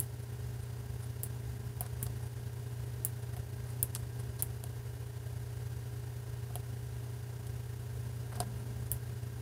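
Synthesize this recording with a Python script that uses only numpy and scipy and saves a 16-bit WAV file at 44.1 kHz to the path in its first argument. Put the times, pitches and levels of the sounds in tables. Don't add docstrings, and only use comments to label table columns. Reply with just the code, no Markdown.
import sys
import numpy as np
from scipy import signal
from scipy.fft import rfft, irfft, next_fast_len
from scipy.io import wavfile

SR = 44100
rng = np.random.default_rng(int(sys.argv[2]) if len(sys.argv) > 2 else 0)


def digitize_waveform(pressure):
    field = np.atleast_2d(pressure).T
    bounded = np.clip(field, -1, 1)
    quanta = np.round(bounded * 32767).astype(np.int16)
    wavfile.write(sys.argv[1], SR, quanta)


N = 414981

# (frequency [Hz], density [dB per Hz])
AIR_SPECTRUM = [(20, -103), (45, -83), (130, -70), (180, -91.5), (330, -84), (500, -86), (1000, -90.5),
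                (1150, -95), (1500, -93.5), (1750, -99.5), (2400, -97.5), (4000, -99), (6500, -99),
                (8000, -100.5), (9500, -97), (11000, -99.5), (12000, -100), (15600, -101), (15900, -135)]
# (centre [Hz], width [Hz], level [dB rms])
BOOM_BANDS = [(68.9, 11.5, -51), (97, 81, -66), (205, 40, -66), (281.2, 16, -65.5), (1610, 11.4, -71),
              (1830, 270, -71.5), (4770, 45, -84)]
# (frequency [Hz], level [dB rms])
HUM_TONES = [(90.0, -49.5), (100.3, -54.5), (120.0, -40.5), (358.45, -68.5), (380.02, -69.5),
             (409.67, -57.5), (434.32, -68.5), (460.87, -70.5), (467.7, -73), (614.51, -75.5), (635.2, -79),
             (672.3, -75.5), (761.55, -76.5), (961.23, -77.5), (1024.18, -76.5), (1357.23, -77.5),
             (1433.94, -81.5), (1476.28, -78.5), (1491.62, -77.5), (1580.76, -77.5), (1591.87, -76.5),
             (1638.62, -74.5), (1785.9, -83), (1880.85, -83.5), (2805.4, -85)]
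# (multiple of MOTOR_HZ, level [dB rms])
MOTOR_OVERTONES = [(11, -79.5), (12, -76.5), (14, -74.5), (16, -75.5), (17, -77.5), (19, -81.5),
                   (24, -82.5), (27, -78.5), (29, -82.5), (31, -78.5), (32, -75.5), (34, -80.5),
                   (35, -83.5), (36, -83), (37, -77.5), (48, -82), (49, -80.5), (50, -80.5), (52, -80.5),
                   (60, -86), (62, -87), (81, -82.5), (82, -82.5), (83, -82.5), (85, -84)]
MOTOR_HZ = 57.793
# (time [s], level [dB])
RUMBLE_LEVEL = [(0, -62), (1.5, -58.5), (3.7, -61), (4.48, -61), (4.7, -66), (5.7, -67), (8.2, -59),
                (8.4, -53), (9.41, -59.5)]
RUMBLE_WANDER_DB, RUMBLE_STEP_S = 2, .08

# (time [s], length [s], hiss [dB], lock body [dB], table [dB])
RUB_STROKES = [(0.218, 0.026, -59, -77, -64), (0.601, 0.05, -56, -71, -64), (1.004, 0.061, -55, -64, -60),
               (1.815, 0.077, -70, -62, -54.5), (1.995, 0.052, -59, -68, -57), (2.189, 0.11, -62, -75, -61),
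               (3.219, 0.019, -58, -63, -54.5), (3.325, 0.027, -61, -70, -56), (3.648, 0.1, -59, -65, -59),
               (3.952, 0.019, -60, -50.5, -54), (4.183, 0.035, -55.5, -64, -57.5),
               (4.381, 0.039, -49, -52.5, -55.5), (8.317, 0.022, -56, -66, -45.5),
               (8.337, 0.035, -64, -59, -50), (8.419, 0.026, -62, -61, -50), (8.574, 0.047, -61, -76, -58),
               (8.85, .04, -62, -66, -69)]
# (frequency [Hz], relative level [dB])
RUB_HISS = [(6500, -20), (8000, -5), (9000, 5), (10500, 3), (12000, -7), (16000, -19)]

# (time [s], crack peak [dB], crack centre [Hz], contact decay [ms], slip before it [dB], chatter [dB],
#  room tail [dB], lift of the top band [dB], lock body [dB], centre of body ring [Hz],
#  focus of body ring [dB per octave squared], table knock [dB], centre of knock [Hz])
WHEEL_SNAPS = [(0.0004, -12.5, 11700, 0.21, -40, -24, -35.5, 10, -37, 4300, 10, -52, 744),
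               (1.233, -16, 10800, 0.22, -11, -20, -34, 15, -40.5, 4270, 3, -52, 740),
               (1.8074, -16.5, 12500, 0.52, -30, -22, -37, 7, -36.5, 2300, 4.3, -29.5, 780),
               (1.863, -38, 8810, 0.8, -30, -18, -34, 0, -47, 4600, 5, -50, 740),
               (2.0277, -17.5, 11100, 0.21, -30, -24, -33.5, 12, -44, 3010, 8, -50, 740),
               (2.065, -37, 9920, 0.67, -12, -22, -35, 0, -36.5, 4700, 8, -33.5, 880),
               (3.0485, -11, 11300, 0.09, -30, -15, -37, 16, -40, 6600, 6, -55, 740),
               (3.365, -33.5, 11500, 0.32, -30, -15, -31, 0, -38, 2800, 7.5, -33, 740),
               (3.8277, -10.5, 12100, 0.15, -17, -12, -37.5, 0, -34.5, 2930, 10, -52, 740),
               (3.9493, -22.5, 9200, 0.3, -7, -24, -28.5, 3, -30.5, 4040, 2, -42, 950),
               (4.4228, -10, 11900, 0.16, -18, -16, -39, 6, -33, 3300, 3, -42, 850),
               (4.6379, -26.5, 9800, 0.61, -30, -28, -40, 0, -35, 2400, 2, -34, 900),
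               (6.501, -60, 9600, 0.4, -30, -20, -33, 0, -58, 3000, 12, -35, 1000),
               (6.5547, -22.5, 12000, 0.33, -19, -18, -39, -6, -34.5, 3150, 41, -28, 696),
               (7.4676, -40, 9470, 0.33, -30, -10, -24, 0, -43, 4400, 12, -58, 740),
               (8.355, -34, 9600, 0.43, -30, -18, -33, 0, -49, 3900, 12, -52, 740),
               (8.362, -50, 9080, 0.47, -30, -14, -33, 0, -44, 4700, 12, -50, 740),
               (8.3722, -59, 10170, 0.43, -30, -6, -33, 0, -61, 2940, 12, -29.5, 740),
               (8.4019, -24.5, 9400, 1, -3, -14, -35, 2, -25, 4740, 85, -18, 750),
               (8.9156, -13, 12500, 0.24, -11, -23, -35, 4, -39, 3400, 3.6, -56, 740)]
# (frequency [Hz], relative level [dB])
SNAP_SPECTRUM = [(2000, -40), (4500, -23), (6300, -10), (7400, 2.5), (8200, 1.5), (10700, 3.5),
                 (13000, 1.5), (15600, -5), (17000, -30)]
# (frequency [Hz], relative level [dB], 60 dB decay [s])
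WHEEL_MODES = [(8600, -17, .04), (8600, -12, .04), (10400, -19, 0.036), (11100, 8, .045), (10600, -16, .1),
               (12200, 8, 0.026), (13300, -1, 0.025), (13750, -16, .03), (14100, -5, .025),
               (15250, -4, .015)]
BODY_MODES = [(1876, 4, 0.011), (2770, -4.5, 0.035), (3260, 11.5, 0.0077), (3850, 8.5, 0.0059),
              (4340, 5.5, 0.011), (4900, 9.5, 0.011), (5250, 6.5, 0.011), (6260, 6.5, 0.019)]
TABLE_MODES = [(227, -13, 0.028), (442, 0, 0.035), (600, 1, 0.03), (718, 7, 0.07), (850, 3, 0.025),
               (980, 4, 0.022), (1200, 1, 0.022), (1650, -5, .018)]

NARROW_DB = 27
TOP_HZ, TOP_OCTAVES = 15500, 0.12
ROOM_DULL_DB = 9
SLIP_MS, LANDING_S = 0.7, 0.0047
EARLY = 100

PIVOT_DB, MAX_LIFT_DB = -36, 2.5
EDGE_HZ = 16600


def gain_of(db):
    return 10 ** (np.asarray(db) / 20)


def coloured(x, points, size):
    f, db = np.transpose(points)
    hz = np.fft.rfftfreq(size, 1 / SR)
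    response = gain_of(np.interp(np.log(hz + 1), np.log(f), db))
    return irfft(rfft(x, size) * response, size)


def band(x, low_hz, high_hz):
    y = signal.sosfilt(signal.butter(2, [low_hz, high_hz], "bandpass", fs=SR, output="sos"), x)
    return y / y.std()


def ring(modes, t, phases, hz, narrow_db):
    f, db, t60 = np.transpose(modes)[:, :, None]
    db = db - narrow_db * np.log2(f / hz) ** 2
    decay = gain_of(db - 60 * t / t60)
    x = (decay * np.sin(2 * np.pi * (f * t + phases[:len(f), None]))).sum(0)
    return x / abs(x).max()


def air():
    size = next_fast_len(N)
    out = coloured(rng.standard_normal(size), AIR_SPECTRUM, size=size) * np.sqrt(SR / 2)
    f = np.fft.rfftfreq(size, 1 / SR)
    for hz, width, db in BOOM_BANDS:
        resonance = 1 / (1 + (2 * (f - hz) / width) ** 2)
        boom = irfft(rfft(rng.standard_normal(size)) * resonance, size)
        out += gain_of(db) * boom / boom.std()
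    return out[:N]


def hum():
    motor = [(round(k) * MOTOR_HZ, db) for k, db in MOTOR_OVERTONES]
    tones = np.array(list(HUM_TONES) + motor)
    t, knots = np.arange(N) / SR, np.arange(0, N / SR + 1, .25)
    steps = rng.standard_normal((len(tones), len(knots)))
    drift = np.cumsum(steps, 1) * 0.00018 * tones[:, :1]
    start = rng.random(len(tones)) * 2 * np.pi
    out = np.zeros(N)
    for (hz, db), phase, wander in zip(tones, start, drift):
        angle = 2 * np.pi * hz * t + phase + np.interp(t, knots, wander)
        out += np.sqrt(2) * gain_of(db) * np.sin(angle)
    return out


def rumble():
    s, db = np.transpose(RUMBLE_LEVEL)
    t = np.arange(N) / SR
    wander = np.interp(t / RUMBLE_STEP_S, np.arange(400), rng.standard_normal(400))
    level = gain_of(np.interp(t, s, db) + RUMBLE_WANDER_DB * wander)
    return level * band(rng.standard_normal(N), 179, 246)


def rub(length, hiss_db, body_db, table_db):
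    noise = rng.standard_normal((4, 8192))
    u = np.arange(8192) / SR / length
    grains = gain_of(2.2 * band(noise[3], 60, 520))
    swell = np.clip(np.minimum(u / 0.35, (1 - u) / 0.38), 0, 1)
    stroke = grains / np.sqrt(np.mean(grains ** 2)) * swell
    hiss = coloured(noise[0], RUB_HISS, size=8192)
    hiss = gain_of(hiss_db) * hiss / hiss.std()
    body = gain_of(body_db) * band(noise[1], 3400, 6100)
    table = gain_of(table_db) * band(noise[2], 360, 1370)
    return stroke * (hiss + body + table)


def click(db, hz, contact_ms, slip_db, chatter_db, room_db, top_db, body_db, body_hz, focus_db,
          knock_db, knock_hz):
    t = np.arange(8192) / SR
    phases, noise = rng.random(16), rng.standard_normal((4, len(t)))

    grid = np.geomspace(2000, 20000, 80)
    f, snap_db = np.transpose(SNAP_SPECTRUM)
    lean = np.interp(np.log(grid), np.log(f), snap_db) - NARROW_DB * np.log2(grid / hz) ** 2
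    lean = lean + top_db * np.exp(-(np.log2(grid / TOP_HZ) / TOP_OCTAVES) ** 2)
    lean = np.transpose([grid, lean])

    hit = .25 * noise[0] * np.exp(-t * 1000 / max(contact_ms, .05))
    hit[0] = 1
    hit = np.roll(hit, EARLY + 50) + .16 * np.roll(hit, EARLY + 116)
    crack = coloured(hit, lean, size=len(t)) * (t < .02) * np.minimum(t / .003, 1)
    crack = crack / abs(crack).max()

    since = t - EARLY / SR - .001
    ahead, t = np.minimum(since, 0), np.maximum(since, 0)

    scatter = coloured(noise[1], lean, size=len(t))
    even_scatter = scatter / scatter.std()
    slip = even_scatter * .5 * gain_of(slip_db - 60 * t / 0.0028) * np.exp(ahead * 1000 / SLIP_MS)

    landing = np.exp(-((t - LANDING_S) / 0.0007) ** 2)
    chatter = even_scatter * gain_of(chatter_db) * (0.6 * gain_of(-60 * t / 0.012) + 0.25 * landing)
    dull = coloured(scatter, [(10000, 0), (20000, -ROOM_DULL_DB)], size=len(t))
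    walls = dull / dull.std() * gain_of(room_db - 60 * (t - .02) / 0.15)
    tail = (chatter + walls) * (1 - np.exp(-t / 0.00012))

    wheel = 0.6 * gain_of(chatter_db) * ring(WHEEL_MODES, t, phases, hz, NARROW_DB)
    wheel = wheel * (1 - np.exp(-t / 0.00034))

    body = ring(BODY_MODES, t, phases[::-1], body_hz, focus_db) * (1 - np.exp(-t / 0.00053))
    body = body + 0.1 * np.roll(body, round(LANDING_S * SR))
    body_noise = band(noise[2], 0.55 * body_hz, 1.1 * body_hz)
    body = body + 0.1 * body_noise * gain_of(-60 * t / 0.055) * (t > 0)

    knock_noise = band(noise[3], 0.81 * knock_hz, 1.14 * knock_hz) * gain_of(-60 * t / 0.14)
    knock = ring(TABLE_MODES, t, 0.03 * phases, knock_hz, 5.0) + 0.06 * knock_noise
    knock = knock * (1 - np.exp(-(t / 0.0008) ** 2))

    metal = gain_of(db) * (crack + slip + wheel + tail)
    return metal + gain_of(body_db) * body + gain_of(knock_db) * knock


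def lock():
    out = np.zeros(N + 8192 + EARLY)
    for play, table, late in ((click, WHEEL_SNAPS, 0), (rub, RUB_STROKES, EARLY)):
        for s, *settings in table:
            out[round(s * SR) + late:][:8192] += play(*settings)
    return out[EARLY:N + EARLY]


def scene():
    return (lock() + hum() + rumble() + air())[None]


def record(dry):
    window = np.hanning(round(.02 * SR))
    bass = signal.oaconvolve(dry[0], signal.firwin(801, 400, fs=SR), "same")
    bass_power = signal.oaconvolve(bass ** 2, window / window.sum(), "same")
    hold = np.exp(-1 / (.004 * SR))
    treble_power = signal.lfilter([3 * (1 - hold)], [1, -hold], (dry[0] - bass) ** 2)
    power_db = 10 * np.log10(abs(bass_power + treble_power) + 1e-12)
    slope = .68
    gain_db = np.clip(slope * (power_db - PIVOT_DB), -15.0, MAX_LIFT_DB)
    low_pass = signal.firwin(511, EDGE_HZ, window=("kaiser", 9), fs=SR)
    return signal.oaconvolve(dry * gain_of(gain_db), low_pass[None], "same")


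dry = scene()
out = record(dry)
digitize_waveform(out)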